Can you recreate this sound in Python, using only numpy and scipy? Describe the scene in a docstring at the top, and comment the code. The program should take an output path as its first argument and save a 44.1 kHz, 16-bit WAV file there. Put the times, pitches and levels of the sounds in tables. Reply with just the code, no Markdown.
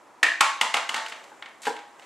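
"""Soft rubbing of a turning basket, then knocks: a plastic salad spinner full of lettuce, close to the
microphone in a small kitchen. The basket knocks against the bowl, more and more weakly as it slows, and
ticks; the bowl scuffs and bumps down with a hollow thud. Contacts are short coloured noise bursts, with a
snap of decaying modes for the thin plastic. Bowl modes and decaying room noise ring on after them."""
import sys
import numpy as np
from scipy import signal
from scipy.fft import rfft, irfft
from scipy.io import wavfile
from scipy.ndimage import uniform_filter1d

SR = 44100
rng = np.random.default_rng(int(sys.argv[2]) if len(sys.argv) > 2 else 0)


def to_wav(sig):
    """Store sig (one row per channel, or 1-D mono) as 16-bit WAV at the path in sys.argv[1].

    Samples outside -1..1 are clipped; the rate is SR.
    """
    pcm = np.clip(np.atleast_2d(sig), -1, 1) * 32767
    pcm = np.round(pcm).astype(np.int16)
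    wavfile.write(sys.argv[1], SR, pcm.T)  # frames by channels


N = 90405  # length in samples

SIZE = 4096  # samples in a short burst or filter
T = np.arange(SIZE) / SR  # s
HZ = np.maximum(np.arange(SIZE // 2 + 1) * SR / SIZE, 1)  # frequency grid, kept above zero for the logs
TAIL = np.arange(6 * SIZE) / SR  # s, time axis of what rings on

# Colour of plastic on plastic, for knocks, ticks and scuffs. Each row: frequency in Hz, gain in dB.
PLASTIC_COLOUR = [(30, -42), (85, -11), (140, -36), (220, -4.5), (400, -6), (700, 6), (1200, 7),
                  (1600, 8.5), (2200, 10.5), (3800, 7), (5500, 0), (7600, 1), (10000, -8.5), (13000, -17),
                  (15500, -30)]


def undb(db):
    """Turn dB into an amplitude factor."""
    return 10 ** (np.asarray(db) / 20)


def curve(points, hz=HZ):
    """Read (Hz, value) points on a log-frequency axis."""
    f, v = np.array(points).T
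    return np.interp(np.log(hz), np.log(f), v)


def convolve(x, response):
    """Pass a sound through a response, keeping its length."""
    return signal.oaconvolve(x, response)[:len(x)]


def colour(x, db):
    """Causal minimum-phase filter, made by folding the cepstrum of the gain at each frequency."""
    cepstrum = irfft(np.log(undb(db)))
    cepstrum[1:SIZE // 2] *= 2
    cepstrum[SIZE // 2 + 1:] = 0
    return convolve(x, irfft(np.exp(rfft(cepstrum))))


def even(x, size):
    """Flatten the spectrum over stretches of this many bins, leaving about unit energy."""
    power = uniform_filter1d(np.abs(rfft(x)) ** 2, size=size)
    power = power[::len(x) // SIZE]  # back onto the HZ grid
    return colour(x, -10 * np.log10(np.abs(power) + 1e-12))


def add(track, start_s, x):
    """Mix a sound in at its time, cut at the end of the track."""
    i = max(int(start_s * SR), 0)
    track[i:i + len(x)] += x[:max(N - i, 0)]


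def ring(modes, t):
    """Sum of exponentially decaying modes; the dB of each give its energy, not its peak."""
    out = 0
    for hz, db, t60 in modes:
        unit_energy = 2 * np.sqrt(np.log(1000) / (t60 * SR))
        decay = np.exp(-np.log(1000) * t / t60)
        out = out + undb(db) * unit_energy * np.cos(2 * np.pi * hz * t) * decay
    return out


def burst(envelope):
    """A run of tiny contacts: noise under an envelope, with an evened spectrum."""
    return even(rng.standard_normal(SIZE) * envelope, size=19)


def treble(db):
    """Shelf that brightens a harder contact, reaching half its dB at the turnover."""
    turnover_hz = 4640
    return db * HZ ** 4 / (HZ ** 4 + turnover_hz ** 4)


def hump(hz, octaves):
    """Shape of a broad resonance: 1 at its centre, half at this many octaves away."""
    return 1 / (1 + (np.log2(HZ / hz) / octaves) ** 2)


def background():
    """Grainy rubbing of the basket, as noise of stepped random level, over the kitchen's steady murmur of air."""
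    # How loud the rubbing is. Each row: time in seconds, level in dB.
    rubbing_level = [(0, -61.5), (.2, -64), (0.898, -51), (1.2, -52), (1.33, -56), (1.4, -56), (1.52, -61),
                     (1.558, -59), (1.948, -59), (2.0, -55), (2.05, -53.5)]
    # Colour of the rubbing. Each row: frequency in Hz, gain in dB.
    rub_colour = [(60, -53.5), (200, -17), (320, -11.5), (600, 3), (950, -10), (1400, -3.5), (2200, -6),
                  (4500, -20.5), (7500, -14), (10000, -27.5), (15000, -35)]
    # Colour of the air in the kitchen. Each row: frequency in Hz, gain in dB.
    air_colour = [(30, -44), (100, -20), (200, -12.5), (310, -4), (450, -7), (1000, 0), (1500, -10),
                  (3000, -22), (7500, -28.5), (11000, -31.5), (15500, -51)]
    grain_db, air_db = 1.5, -54  # spread of the grain levels; level of the air
    grains = np.repeat(rng.standard_normal(N), 64)[:N]  # each grain holds for 64 samples
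    rub = colour(rng.standard_normal(N) * undb(grain_db * grains), curve(rub_colour))
    air = colour(rng.standard_normal(N), curve(air_colour))
    rub_db = np.interp(np.arange(N) / SR, *np.array(rubbing_level).T)
    return rub / rub.std() * undb(rub_db) + air / air.std() * undb(air_db)


def kitchen():
    """Dense echoes of a small hard room: noise that dies away band by band."""
    # How long the room rings. Each row: frequency in Hz, 60 dB decay time in seconds.
    room_t60 = [(150, 0.33), (400, 0.26), (1000, 0.47), (2800, 0.5), (7300, 0.45), (14000, 0.24)]
    # How strongly the room answers. Each row: frequency in Hz, level in dB against the sound sent into it.
    room_level = [(100, -1.5), (400, 2.5), (900, 5), (2000, 1.5), (4000, -0.5), (8000, -2), (14000, -9)]
    build_s = 0.002
    noise = rfft(rng.standard_normal(len(TAIL)))
    hz = np.fft.rfftfreq(len(TAIL), 1 / SR)
    edges = np.r_[0, np.geomspace(200, SR / 2, 9)]  # Hz
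    echoes = 0
    for lo, hi in zip(edges, edges[1:]):
        band = irfft(noise * ((hz >= lo) & (hz < hi)))
        t60 = curve(room_t60, (lo + hi) / 2)
        echoes = echoes + band * np.exp(-np.log(1000) * TAIL / t60)
    build_up = 1 - np.exp(-(TAIL / build_s) ** 2)
    return colour(even(echoes * build_up, size=24), curve(room_level))


def bowl_modes():
    """The bowl ringing on at its own modes after a contact."""
    # Modes of the bowl. Each row: frequency in Hz, energy in dB, 60 dB decay time in seconds.
    modes = [(316.3, -21, 0.41), (467.4, -21, 0.18), (825, -21.5, 0.61), (880, -15.5, 0.39),
             (1020, -26, 0.27), (1081, -23.5, 0.88), (1215, -20.5, 0.34), (1296, -17.5, 0.29),
             (1403, -22.5, 0.27), (1827, -21.5, 0.42), (1883, -24.5, .36), (2237, -21, 0.36),
             (2353, -55, 1), (2510, -38.5, 0.58)]
    return ring(modes, TAIL)


def bowl_bump():
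    """The bowl shifts: scuffs of decaying plastic-coloured noise, and shorter, hollow-coloured thuds."""
    # Scuffs of the bowl. Each row: start in seconds, level in dB, decay constant in seconds, treble in dB.
    scuffs = [(1.619, -26, 0.036, 19), (1.632, -15.5, 0.033, 4.5), (1.653, -6.5, 0.022, 0.5),
              (1.669, -8.5, 0.03, 5), (2.022, -21.5, 0.028, -9)]
    # Thuds of the bowl. Each row: start in seconds, level in dB.
    thuds = [(1.318, -19), (1.328, -22), (1.6692, 5.5), (1.679, 3), (1.687, -3)]
    # Hollow colour of a thud. Each row: frequency in Hz, gain in dB.
    thud_colour = [(40, -22), (150, -17), (260, 4.5), (370, -1.5), (465, 12), (620, -1), (780, 13),
                   (900, 16.5), (1000, 13.5), (1200, -8), (1580, 12), (2000, -8), (4500, -24.5),
                   (14000, -39)]
    thud_decay_s = 0.0032
    out = np.zeros(N)
    for start, db, decay_s, treble_db in scuffs:
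        scuff = burst(np.exp(-T / decay_s))
        add(out, start, colour(scuff, curve(PLASTIC_COLOUR) + db + treble(treble_db)))
    for start, db in thuds:
        thud = burst(np.exp(-T / thud_decay_s))
        add(out, start, colour(thud, curve(thud_colour) + db))
    return out


def contact(tone_db, snap_db):
    """Plastic meets plastic: a touch, then a chattering blow that snaps the rim; direct and ringing-on sound."""
    # Snap of the rim. Each row: frequency in Hz, energy in dB, 60 dB decay time in seconds.
    snap_modes = [(2063, -2.5, 0.018), (2913, 0.5, .012), (3340, -10, 0.021)]
    blow_lag_s, touch_db, chatter_s = 0.0023, -8, 0.0035
    snap_rise_s, snap_ring_db = 0.0003, -10.5  # the snap's onset; how much of it rings on
    since_blow = np.maximum(T - blow_lag_s, 0)
    envelope = np.where(since_blow > 0, np.exp(-since_blow / chatter_s), undb(touch_db))
    chatter = colour(burst(envelope), curve(PLASTIC_COLOUR) + tone_db)
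    onset = 1 - np.exp(-(since_blow / snap_rise_s) ** 2)
    snap = undb(snap_db) * ring(snap_modes, since_blow) * onset
    return chatter + snap, chatter + undb(snap_ring_db) * snap


def basket():
    """Knocks, each waking the wall and body resonances where it lands, and ticks; direct and ringing-on sound."""
    # Knocks of the basket. Each row: start in seconds, level in dB, wall resonance in Hz, its width in
    # octaves, its lift in dB, body resonance in Hz, its lift in dB, clatter lift in dB, treble in dB,
    # snap level in dB, ring-on level in dB.
    knocks = [(0.2294, 5.5, 1786, 0.13, 15, 329, 9.5, 6, 1, -46, -0.5),
              (.4070, 5, 1144, 0.41, 13.5, 276, 11.5, 5.5, 7, -0.5, -0.5),
              (.6110, 1.5, 1020, 0.19, 11, 220, 7.5, -5, 4, 8, 2),
              (.7400, -1.5, 716, 1, 9, 240, 4, -3, 3, 5, 2.5),
              (.7670, -3.5, 1350, 0.14, 9.5, 328, 1, 7.5, -0.5, -5, -4),
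              (.8910, -6, 1080, 0.12, 11, 250, 9, -7, 3.5, 0.5, 1.5),
              (0.9421, -2, 1400, 0.16, 1.5, 223, 3, -2, -1.5, -4, 0),
              (.9610, -5, 970, 0.53, 2, 232, 3, -11, -2.5, -10, 5.5)]
    # Light ticks of the rim. Each row: start in seconds, level in dB, treble in dB, snap level in dB.
    ticks = [(1.0605, -14.5, -0.5, -10), (1.083, -19.5, 6.5, -38), (1.096, -25.5, 12.5, -37),
             (1.1211, -10, -10, -18), (1.239, -29, 7, -36), (1.4226, -13, -16.5, -13),
             (1.4576, -17.5, -11, -21.5), (1.486, -41, 12, -49), (1.7641, -20, -3, -19),
             (1.7888, -20.5, -6, -38), (1.994, -33.5, 8, -25.5)]
    body_octaves, clatter_hz, clatter_octaves = 0.13, 2490, 0.2
    tick_ring_db = -1.5  # how much of a tick rings on
    direct, ringing = np.zeros(N), np.zeros(N)
    for (start, db, wall_hz, wall_octaves, wall_db, body_hz, body_db,
         clatter_db, treble_db, snap_db, ring_db) in knocks:
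        wall = wall_db * hump(wall_hz, wall_octaves)
        body = body_db * hump(body_hz, body_octaves)
        clatter = clatter_db * hump(clatter_hz, clatter_octaves)
        knock, rings = contact(db + wall + body + clatter + treble(treble_db), snap_db)
        add(direct, start, knock)
        add(ringing, start, undb(ring_db) * rings)
    for start, db, treble_db, snap_db in ticks:
        tick, rings = contact(db + treble(treble_db), snap_db)
        add(direct, start, tick)
        add(ringing, start, undb(tick_ring_db) * rings)
    return direct, ringing


def scene():
    """The spinner close to the microphone and its ringing in bowl and room, mostly centred."""
    # How much of the bump rings on. Each row: frequency in Hz, level in dB.
    bump_ring = [(250, -2), (470, -2), (850, -9), (1600, -7), (4000, -6)]
    # Stereo width. Each row: frequency in Hz, gain of the side signal in dB.
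    width = [(60, -3), (150, -1), (250, -5.5), (600, -12), (2000, -11), (4500, -11.5), (6500, -9),
             (7600, -4.5), (9000, 1), (12000, -5.5)]
    direct, ringing = basket()
    bump = bowl_bump()
    direct = direct + bump
    ringing = ringing + colour(bump, curve(bump_ring))
    mid = direct + convolve(ringing, kitchen() + bowl_modes()) + background()
    # the side has its own draws of room and background, and a briefly smeared direct sound
    smear = burst(np.exp(-T / 0.00067))
    side = undb(-8) * convolve(direct, smear) + convolve(ringing, kitchen()) + background()
    return mid + colour(side, curve(width)) * np.array([[1], [-1]])


def record(dry):
    """The recorder rounds high peaks smoothly toward a ceiling, then cuts the top with a steep low-pass."""
    peak_ceiling, top_hz = 0.85, 15500
    held = dry / (1 + (dry / peak_ceiling) ** 4) ** 0.25
    low_pass = signal.ellip(8, 0.2, 80, top_hz, fs=SR, output="sos")
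    return signal.sosfilt(low_pass, held)


dry = scene()
out = record(dry)
to_wav(out)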